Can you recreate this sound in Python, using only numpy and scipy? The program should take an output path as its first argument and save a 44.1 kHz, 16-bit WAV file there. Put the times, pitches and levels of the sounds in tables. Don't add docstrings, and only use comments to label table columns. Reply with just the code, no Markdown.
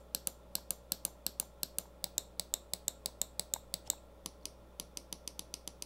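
import sys
import numpy as np
from scipy import signal
from scipy.fft import rfft, irfft
from scipy.io import wavfile
from scipy.ndimage import uniform_filter1d

SR = 44100
rng = np.random.default_rng(int(sys.argv[2]) if len(sys.argv) > 2 else 0)


def amplitude_ratio(level_db):
    exponent = np.asarray(level_db, float) / 20
    return 10 ** exponent


def wav_out(sig):
    wavfile.write(sys.argv[1], SR, np.round(np.clip(np.atleast_2d(sig).T, -1, 1) * 32767).astype(np.int16))


N = 257984

# pitch_hz [Hz], level_db [dB per Hz]
AIR_SPECTRUM = [(20, -3), (45, -14), (90, -10.5), (180, -9.5), (250, -12), (370, -11), (495, -10.5),
                (520, -6), (640, -9.5), (680, -14), (790, -14), (900, -15.5), (1080, -15), (1200, -21),
                (1390, -18.5), (1450, -26.5), (3600, -32), (7000, -37), (15700, -37.5), (16000, -56)]
AIR_DB = -61.5
# pitch_hz [Hz], level_db [dB rms]
HUM_TONES = [(60.05, -59.5), (120, -74.5), (180, -71), (238.5, -78.5), (300, -77.5), (397.5, -84),
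             (449.5, -79.5), (477.1, -80.5), (524.5, -73), (564.6, -69.5), (599.4, -71.5), (674.3, -83),
             (848, -76.5), (1829, -95)]
# pitch_hz [Hz], width_hz [Hz], level_db [dB rms]
FAN_TONES = [(340, 14, -78), (424, 5, -77), (540, 14, -77), (633, 8, -77), (1295, 40, -85), (1372, 25, -81),
             (1890, 20, -92), (2465, 5, -91), (3500, 250, -82)]

# pitch_hz [Hz], t60_s [s]
ROOM_T60 = [(300, 0.51), (1000, 0.16), (4000, 0.25), (6000, 0.33), (8000, 0.27), (16000, 0.21)]
# delay_ms [ms], level_db [dB over the diffuse tail]
ECHOES = [(9.7, 5), (10.8, 5), (13.2, 8), (14.6, 7.5), (17.3, 3), (19.7, 5), (27.4, 7.5), (29.3, 5),
          (33.5, 3)]
ROOM_START_MS, ECHO_SCATTER_MS = 9.5, 0.7
# delay_ms [ms], level_db [dB], low_hz [Hz], high_hz [Hz]
REPLIES = [(6.8, -8, 150, 700), (13, -14, 150, 700), (22.5, -11, 150, 700), (14.2, -28, 13000, 16800),
           (30, -16, 150, 500)]

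SLIP_S, CREEP_S, CREEP_DB_PER_S, DRAG_S = 3.8765, 0.029, 600, 0.011
SLIP_DB, DRAG_DB = -55.5, -69
# start_s [s],
# level_db [dB peak], pitch_hz [Hz]
PEELS = [(0.582, -47.5, 945), (1.079, -51, 900), (1.426, -49, 910), (1.854, -52.5, 920),
         (2.064, -48.5, 810), (3.088, -52, 940), (3.561, -38, 896), (3.8745, -47, 5430),
         (3.8755, -56, 7700), (3.877, -48.5, 810), (3.876, -49, 130), (3.9325, -45, 890),
         (3.9775, -64, 2600), (4.2597, -49.5, 1070), (4.4115, -66, 4800), (4.4253, -67, 4400),
         (4.43, -67, 4300), (4.4315, -66, 5700)]
PEEL_SWELL_S, PEEL_PARTS = 0.0024, [(1, 2.5), (1.75, -13), (2.4, -18)]

# pitch_hz [Hz], level_db [dB], t60_s [s]
LEFT_DOWN_MODES = [(198, -30, 0.024), (583, -35.7, 0.0283), (727, -30.4, 0.0126), (1349, -18.6, 0.0046),
                   (1659, -35.3, 0.03), (2053, -43.1, 0.017), (2078, -24.7, 0.0032), (2734, -18.4, 0.0167),
                   (3151, -36.6, 0.014), (3195, -59.9, 0.0046), (3544, -22.9, 0.0072), (3631, -27.1, 0.017),
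                   (4041, -20.4, 0.0165), (4342, -15.7, 0.0093), (4903, -19.5, 0.015),
                   (5520, -18.9, 0.0081), (6239, -24.8, 0.0108), (6700, -24, 0.006), (7317, -13, 0.0117),
                   (7866, -4.4, 0.0081), (8564, -6.9, 0.0064), (9275, -23.5, 0.0081),
                   (10159, -20.6, 0.0073), (10521, -10.1, 0.0032), (12577, -6.9, 0.0099),
                   (13602, -14.9, 0.0063), (14349, -11.6, 0.0063), (15105, -14, 0.0034),
                   (15800, -22, 0.003)]
LEFT_UP_MODES = [(196, -35.5, 0.028), (560, -35.7, 0.03), (782, -36.0, 0.0265), (1208, -27.0, 0.0062),
                 (1280, -33.9, 0.03), (1619, -39.5, 0.03), (2195, -30.5, 0.015), (2427, -20.2, 0.017),
                 (2826, -25.4, 0.0168), (3261, -28.4, 0.0093), (3582, -35.3, 0.017), (3849, -39.6, 0.017),
                 (4087, -34.3, 0.017), (4620, -21.3, 0.006), (5207, -37.2, 0.017), (5794, -31.0, 0.005),
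                 (6031, -27.7, 0.017), (6805, -10.4, 0.0046), (8367, -5.3, 0.003), (9366, -9.2, 0.0031),
                 (9479, -25.1, 0.0099), (10349, -12.6, 0.007), (11427, -3.2, 0.004), (12482, -17.0, 0.0077),
                 (13245, -24.9, 0.0117), (14090, -21.0, 0.0096), (14917, -6.7, 0.0069),
                 (15222, -11.6, 0.0071), (16150, -27, 0.005)]
RIGHT_DOWN_MODES = [(173, -35, 0.025), (589, -25.5, 0.0142), (964, -22.4, 0.0038), (1694, -28.0, 0.0067),
                    (2003, -23.2, 0.0056), (2193, -29.2, 0.017), (2528, -27.6, 0.0048),
                    (2812, -34.4, 0.017), (2851, -34.0, 0.017), (3562, -18.5, 0.0061),
                    (4039, -15.3, 0.0092), (4568, -16.8, 0.015), (5201, -18.2, 0.0055),
                    (5472, -28.5, 0.0099), (5806, -33.2, 0.0134), (6432, -21.0, 0.011),
                    (7147, -7.7, 0.0126), (7880, -8.7, 0.0116), (9107, -37.2, 0.017), (9321, -24.7, 0.01),
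                    (9891, -16.6, 0.0047), (10763, -20.0, 0.0062), (12479, -13.4, 0.008),
                    (13270, -21.1, 0.0059), (13603, -33.2, 0.017), (14158, -25.9, 0.0067),
                    (14749, -21.8, 0.0046), (15654, -17.6, 0.007)]
RIGHT_UP_MODES = [(252, -41.6, 0.03), (525, -28.8, 0.0138), (1012, -22.8, 0.0047), (1674, -36.0, 0.0178),
                  (2146, -33.4, 0.0089), (2690, -22.7, 0.0154), (2801, -19.6, 0.0101), (2875, -24.2, 0.017),
                  (3692, -21.0, 0.017), (4133, -23.0, 0.0099), (4541, -32.3, 0.017), (5230, -22.4, 0.0094),
                  (5760, -27, 0.012), (7149, -2.2, 0.0135), (7818, 0.4, 0.0077), (8850, -11.5, 0.007),
                  (9213, -32.8, 0.0137), (10121, -24.3, 0.0044), (10364, -28.8, 0.0077),
                  (11005, -30.4, 0.0098), (11626, -18.9, 0.003), (12413, -19.2, 0.0086),
                  (12948, -15.0, 0.0082), (13361, -18.6, 0.0083), (13616, -32.0, 0.0153),
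                  (14335, -19.8, 0.0069), (14917, -22.2, 0.0121), (15506, -27, 0.0062), (3380, -31, 0.008)]
WHEEL_DOWN_MODES = [(28, -36, 0.0104), (354, -15.5, 0.0036), (687, -42.6, 0.0299), (983, -25.6, 0.0175),
                    (1296, -33.6, 0.0134), (1730, -43.6, 0.03), (1769, -40.1, 0.0127), (2165, -29.1, 0.017),
                    (2596, -10.6, 0.0105), (2948, -2.5, 0.0081), (3349, -6.2, 0.0041), (3797, -24.4, 0.017),
                    (4130, -23.0, 0.0076), (4796, -15.5, 0.0096), (5301, -28.5, 0.017),
                    (6022, -16.1, 0.0101), (7504, -9.0, 0.0068), (8185, -26.1, 0.0106),
                    (8585, -19.3, 0.0143), (10046, -18.3, 0.0107), (10477, -28.0, 0.0169),
                    (10697, -20.3, 0.0067), (10880, -18.3, 0.0076), (11692, -11.5, 0.003),
                    (13131, -28.4, 0.0099), (14182, -18.4, 0.0036), (14988, -21.5, 0.003),
                    (15250, -37.0, 0.0085)]
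WHEEL_UP_MODES = [(328, -19.2, 0.0099), (551, -22.4, 0.0063), (980, -31.0, 0.0257), (1257, -32.2, 0.0125),
                  (1760, -33.4, 0.0233), (1787, -27.7, 0.009), (2124, -23.5, 0.0167), (2516, -13.7, 0.017),
                  (2856, -19.4, 0.017), (2941, -14.4, 0.0118), (3547, -10.7, 0.0031), (4102, -21.2, 0.0107),
                  (4787, -12.7, 0.0113), (5239, -21.4, 0.017), (6053, -9.6, 0.0086), (6820, -11.5, 0.0056),
                  (7584, -10, 0.017), (8282, -15.3, 0.0073), (8589, -18.5, 0.0149), (9054, -17.9, 0.0068),
                  (9555, -21.8, 0.0138), (10425, -18.2, 0.0088), (11009, -22.4, 0.0135),
                  (11466, -15.4, 0.0068), (12262, -14.5, 0.0104), (13257, -31.5, 0.0097),
                  (14193, -31.3, 0.0058), (15524, -27.5, 0.0084)]
# pitch_hz [Hz], level_db [dB], t60_s [s]
LEFT_DOWN_THUD, LEFT_UP_THUD = (110, -46, 0.03), (100, -46, 0.03)
RIGHT_UP_THUD, WHEEL_DOWN_THUD = (114, -43, 0.03), (173, -32, 0.05)
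# delay_ms [ms after first touch], level_db [dB]
LEFT_DOWN_BOUNCES = [(0.0, -2.9), (0.31, 2.0), (0.51, 0.9), (1.0, -21.7), (1.63, -12.3)]
LEFT_UP_BOUNCES = [(0.0, -4.7), (0.3, 4.4), (0.51, 2.8), (1.0, -4.9), (1.56, -13.7)]
RIGHT_DOWN_BOUNCES = [(0.0, -1.3), (0.2, 2.8), (0.55, -3.1), (0.93, -12.7), (2.28, -23.4)]
RIGHT_UP_BOUNCES = [(0.0, -0.3), (0.31, 2.6), (0.5, 2.1), (0.94, -5.7), (1.6, -30.0)]
WHEEL_DOWN_BOUNCES = [(0.0, -8.5), (0.31, -0.2), (0.5, 2.5), (1.02, -12.0), (1.63, -28.4)]
WHEEL_UP_BOUNCES = [(0.0, -11.9), (0.3, 3.2), (0.5, -0.3), (1.0, -15.1), (1.59, -29.8)]
# pitch_hz [Hz], level_db [dB per Hz]
LEFT_DOWN_SPREAD = [(250, -12), (600, -5), (1100, -15), (1510.0, -6.5), (1680.0, -14), (1890.0, -16),
                    (2500.0, -14), (3600, -5), (4300.0, 1.5), (4950.0, -4), (5640.0, -2.5), (6030.0, -10.1),
                    (6930.0, -9), (7280.0, -6), (7580.0, -6), (7880.0, -4), (8830.0, -11), (9730.0, -15),
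                    (10720.0, -15), (11800.0, -12), (12300.0, -4), (13520.0, -12), (14210.0, -10),
                    (14600.0, -23), (15250.0, -15), (15760.0, -20), (16050, -44.5)]
LEFT_UP_SPREAD = [(250, -31), (600, 2), (1100, -1), (1510.0, -8), (1680.0, -18), (1890.0, -12.5),
                  (2200.0, -8), (2500.0, -13), (4130.0, -2), (5300.0, -8.5), (6120.0, -3), (6550.0, -7.5),
                  (7280.0, 4), (7970.0, -13), (8350.0, 1), (8790.0, -11), (9650.0, -3), (10810.0, -13.5),
                  (11630.0, 2), (12020.0, -5.5), (12360.0, -20.5), (12750.0, -6), (13390.0, -8),
                  (15200.0, -7), (15760.0, -19.5), (16050, -44)]
RIGHT_DOWN_SPREAD = [(250, -33), (600, -2.5), (1100, -11.5), (1510.0, -11.5), (1640.0, -13),
                     (2150.0, -11.5), (3140.0, -11.5), (3700.0, 0.5), (4180.0, 1.2), (4740.0, -2),
                     (5600.0, -7), (7580.0, -10.5), (8010.0, 0.3), (9090.0, -15), (9730.0, -9.4),
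                     (10850.0, -8.5), (11760.0, -26), (12060.0, -13.5), (12490.0, -13), (12880.0, -13.5),
                     (14080.0, -9), (14560.0, -16), (15370.0, -18.5), (15630.0, -6.5), (15760.0, -18),
                     (16050, -49)]
RIGHT_UP_SPREAD = [(250, -15), (600, -5.5), (1100, -8), (1510.0, -14), (2670.0, -14), (3320.0, -13),
                   (3650, 3.5), (4100, 0), (4440.0, -5), (4950.0, -17), (5300.0, -6.5), (5860.0, -10),
                   (6240.0, -14.5), (6900, -5), (7320.0, -0.5), (7800, -1.5), (8350.0, -3), (8910.0, -14.5),
                   (10080.0, -14.7), (10470.0, -22), (12140.0, -12), (13780.0, -11), (14170.0, -10),
                   (14560.0, -22), (14990.0, -23), (15330.0, -21.7), (15590.0, -21.5), (15760.0, -18.5),
                   (16050, -42)]
WHEEL_DOWN_SPREAD = [(250, -33), (600, 0), (1100, -2), (1510.0, -35), (1680.0, -15), (2240.0, -9),
                     (3490.0, -5), (4260.0, -0.5), (5170.0, -4), (5770.0, 2.5), (6850.0, -10), (7360.0, -6),
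                     (7620.0, -11), (8740.0, -12), (9000.0, -17), (9350.0, -6), (9820.0, -0.5),
                     (10550.0, -9), (11020.0, -11), (11970.0, -11.7), (13090.0, -29), (14250.0, -18.5),
                     (14940.0, -28.5), (15550.0, -27.8), (15760.0, -34.1), (16050, -45)]
WHEEL_UP_SPREAD = [(250, -24.5), (600, -15), (1100, -10), (1510.0, -19), (1720.0, -21), (2200.0, -6.5),
                   (3530.0, -9.5), (4260.0, -2.5), (5730.0, 0.8), (7360.0, -14), (9000.0, -4.5),
                   (9560.0, -4), (9860.0, -18), (10340.0, -11), (11200.0, -11), (11500.0, -6),
                   (11760.0, -12.2), (12140.0, -10.2), (12620.0, -26), (13260.0, -21.4), (13570.0, -31),
                   (14250.0, -26), (15290.0, -33), (15590.0, -24.1), (15760.0, -27.5), (16050, -45)]
# start_s [s], level_db [dB], treble_db [dB], top_db [dB], middle_db [dB]
LEFT_DOWN = [
    (-0.22, -13, 4, 7, 0),
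    (0.1477, -15, 1, -3, 0.5),
    (0.5531, -15.0, 1, -2, .4),
    (0.9198, -14.5, 2, 0.5, 0.6),
    (1.2647, -15, 1, -2.5, 0.2),
    (1.6317, -15.5, 1.2, -.6, 0.2),
]
LEFT_UP = [
    (-0.09, -15, 0, 0, 0),
    (0.2716, -14.5, 0.1, 0.19, 0.34),
    (0.706, -15, 0.1, .3, 0.37),
    (1.0507, -15, 0.2, .6, 0.72),
    (1.3987, -14.5, 0.077, 1.2, 0.21),
    (1.7845, -15.5, -0.3, 1.2, 1.1),
]
RIGHT_DOWN = [
    (2.0413, -13, -0.62, 1.2, -0.032),
    (2.396, -13.5, -0.5, .3, 0.33),
    (2.7352, -13, 0.2, 0.43, -0.85),
    (3.0588, -13.5, 0.22, -1.2, -0.067),
    (3.395, -13, 0.8, -1.5, -0.48),
    (3.7399, -13.5, -0.86, .3, 0.16),
]
RIGHT_UP = [
    (2.1803, -14, 1.8, -4.5, 0.4),
    (2.5389, -13.5, 0.38, -2, 0.14),
    (2.8808, -14, 1.1, -5, -1.4),
    (3.2154, -14, 2, -4, -1.4),
    (3.5373, -13.5, 0.76, 1, -1.2),
    (3.9008, -13, -1.1, 4.4, -0.81),
]
WHEEL_DOWN = [
    (4.2597, -20.2, -0.8, 3.2, -0.26),
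    (4.7981, -20.5, -0.054, 4, 0.6),
    (5.1264, -22, 1.1, -3.1, 1.5),
    (5.393, -22, 1.1, .1, 1),
    (5.6757, -22, -0.57, -.6, -0.95),
]
WHEEL_UP = [
    (4.4546, -24, 1.1, .6, 0.97),
    (4.9717, -23.5, 0.71, -1, .6),
    (5.276, -24.5, 1.1, -2.2, 1.2),
    (5.5398, -24.5, 1, -1, 1.6),
    (5.8226, -24, 1.8, -3.1, .3),
]
LEFT_LOOSE, RIGHT_LOOSE, WHEEL_LOOSE = 0.3, 0.55, 0.7


def rms_one(x):
    return x / np.sqrt(np.mean(x ** 2) + 1e-20)


def at_hz(points, hz):
    table_hz, values = np.array(points)[:, :2].T
    return np.interp(np.log(hz), np.log(table_hz), values)


def band_pass(x, low_hz, high_hz):
    return signal.sosfilt(signal.butter(2, [low_hz, high_hz], "band", fs=SR, output="sos"), x)


def coloured(spectrum):
    hz = np.maximum(np.arange(N // 2 + 1) * SR / N, 1)
    white = rfft(rng.standard_normal(N))
    return rms_one(irfft(white * amplitude_ratio(at_hz(spectrum, hz)), N))


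def background():
    t = np.arange(N) / SR
    out = amplitude_ratio(AIR_DB) * coloured(AIR_SPECTRUM)
    for hz, level_db in HUM_TONES:
        phase = rng.random()
        out += np.sqrt(2) * amplitude_ratio(level_db) * np.sin(2 * np.pi * (hz * t + phase))
    for hz, width_hz, level_db in FAN_TONES:
        r = np.exp(-np.pi * width_hz / SR)
        poles = [1, -2 * r * np.cos(2 * np.pi * hz / SR), r * r]
        whine = signal.lfilter([1, 0, -1], poles, rng.standard_normal(N + SR))
        out += amplitude_ratio(level_db) * rms_one(whine[SR:])
    return out


def room():
    t = np.arange(SR // 2) / SR
    ms = 1000 * t
    tail = 0
    edges_hz = 200 * 2 ** np.arange(0, 6.6, 0.5)
    for low, high in zip(edges_hz, edges_hz[1:]):
        band = band_pass(rng.standard_normal(len(t)), low, high)
        local_power = uniform_filter1d(band ** 2, size=60 + int(2 * SR / (high - low)))
        band = band * (np.mean(band ** 2) / (local_power + 1e-9)) ** 0.4
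        t60 = at_hz(ROOM_T60, np.sqrt(low * high))
        tail = tail + band * amplitude_ratio(-60 * t / t60)
    swell = np.clip(ms / ROOM_START_MS, 0, 1) ** 3
    for delay_ms, level_db in ECHOES:
        after = np.clip(ms - delay_ms, 0, None)
        rise = np.clip(2 * after, 0, 1)
        swell = swell + (amplitude_ratio(level_db) - 1) * rise * np.exp(-after / ECHO_SCATTER_MS)
    low_pass = signal.cheby2(14, 50, 16700, fs=SR, output="sos")
    return swell * signal.sosfilt(low_pass, tail)


def slide():
    after = np.arange(N) / SR - SLIP_S
    level_db = np.where(after < 0, SLIP_DB + CREEP_DB_PER_S * after, DRAG_DB)
    gain = amplitude_ratio(level_db) * (after > -CREEP_S) * (after < DRAG_S)
    return gain * coloured([(1000, -25), (3000, -2.5), (5500, -7.5), (8000, -9.0), (12000, -19.5),
                            (15700, -24.0), (16000, -46.5)])


def peels():
    out = np.zeros(N)
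    t = np.arange(800) / SR
    for start_s, level_db, hz in PEELS:
        at = round(start_s * SR)
        rise = t / min(PEEL_SWELL_S, 6.1 / hz)
        swell = rise ** 3 * np.exp(3 - 3 * rise)
        tone = sum(amplitude_ratio(part_db) * np.sin(2 * np.pi * part * hz * t) for part, part_db in PEEL_PARTS)
        out[at:at + len(t)] += amplitude_ratio(level_db) * swell * tone
    return out


def taps(rows, size):
    out = np.zeros(size)
    for ms, level_db in rows:
        at = np.clip(ms, 0, None) * SR / 1000
        out[int(at):int(at) + 2] += amplitude_ratio(level_db) * np.array([1 - at % 1, at % 1])
    return out


def ringing(modes, size=2600):
    t = np.arange(size) / SR
    out = np.zeros(size)
    for k, (hz, level_db, t60) in enumerate(modes):
        out += (-1) ** k * amplitude_ratio(level_db - 60 * t / t60) * np.sin(2 * np.pi * hz * t)
    return out


def touch_db(hz, treble_db, top_db, middle_db):
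    return treble_db * (hz > 9000) + top_db * (hz > 13400) + middle_db * (hz > 2500) * (hz < 6600)


def replies(sound):
    out = sound.copy()
    for ms, level_db, low_hz, high_hz in REPLIES:
        lag = round(ms * SR / 1000)
        out[lag:] += amplitude_ratio(level_db) * band_pass(sound[:-lag], low_hz, high_hz)
    return out


def snaps(events, modes, bounces, spread, spread_db, walls, loose):
    hz, mode_db, t60 = np.transpose(modes)
    out = np.zeros(SR + N + len(walls))
    contact = taps(bounces, size=120)
    bins_hz = np.maximum(np.arange(len(walls) // 2 + 1) * SR / len(walls), 1)
    walls_spectrum = rfft(walls)
    plain = uniform_filter1d(np.abs(walls_spectrum) ** 2, size=250) ** 0.5
    middle = np.median(plain)
    levelling = middle / np.maximum(plain, 0.31 * middle)
    reverb = walls_spectrum * amplitude_ratio(spread_db + at_hz(spread, bins_hz)) * levelling
    wobble = loose * rng.standard_normal((len(events), 2, len(modes)))
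    order = np.argsort(hz)
    for (start_s, level_db, *touch), (wobble_db, detune) in zip(events, wobble):
        at = SR + round(start_s * SR)
        struck_db = mode_db + wobble_db + touch_db(hz, *touch)
        rung = ringing(zip(hz * (1 + 0.003 * detune), struck_db, t60))
        direct = replies(np.convolve(contact, rung))
        out[at:at + len(direct)] += amplitude_ratio(level_db) * direct
        scatter_db = np.interp(bins_hz, hz[order], 1.5 * wobble_db[order])
        shade_db = touch_db(bins_hz, *touch) + scatter_db
        reflected = irfft(reverb * amplitude_ratio(shade_db), len(walls))
        out[at:at + len(walls)] += amplitude_ratio(level_db) * reflected
    return out[SR:SR + N]


def scene():
    walls = room()
    mouse = snaps(LEFT_DOWN, LEFT_DOWN_MODES + [LEFT_DOWN_THUD], LEFT_DOWN_BOUNCES, LEFT_DOWN_SPREAD,
                  spread_db=-24.5, walls=walls, loose=LEFT_LOOSE)
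    mouse += snaps(LEFT_UP, LEFT_UP_MODES + [LEFT_UP_THUD], LEFT_UP_BOUNCES, LEFT_UP_SPREAD,
                   spread_db=-28, walls=walls, loose=LEFT_LOOSE)
    mouse += snaps(RIGHT_DOWN, RIGHT_DOWN_MODES, RIGHT_DOWN_BOUNCES, RIGHT_DOWN_SPREAD,
                   spread_db=-28.5, walls=walls, loose=RIGHT_LOOSE)
    mouse += snaps(RIGHT_UP, RIGHT_UP_MODES + [RIGHT_UP_THUD], RIGHT_UP_BOUNCES, RIGHT_UP_SPREAD,
                   spread_db=-25.0, walls=walls, loose=RIGHT_LOOSE)
    mouse += snaps(WHEEL_DOWN, WHEEL_DOWN_MODES + [WHEEL_DOWN_THUD], WHEEL_DOWN_BOUNCES, WHEEL_DOWN_SPREAD,
                   spread_db=-25.5, walls=walls, loose=WHEEL_LOOSE)
    mouse += snaps(WHEEL_UP, WHEEL_UP_MODES, WHEEL_UP_BOUNCES, WHEEL_UP_SPREAD,
                   spread_db=-21.5, walls=walls, loose=WHEEL_LOOSE)
    return (mouse + peels() + slide() + background())[None]


def band_limit(x):
    return signal.sosfilt(signal.butter(12, 17100, fs=SR, output="sos"), x)


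def record(dry):
    low_pass = signal.ellip(6, 0.5, 45, 16400, fs=SR, output="sos")
    mix = signal.sosfilt(low_pass, dry)
    return band_limit(mix)


dry = scene()
out = record(dry)
wav_out(out)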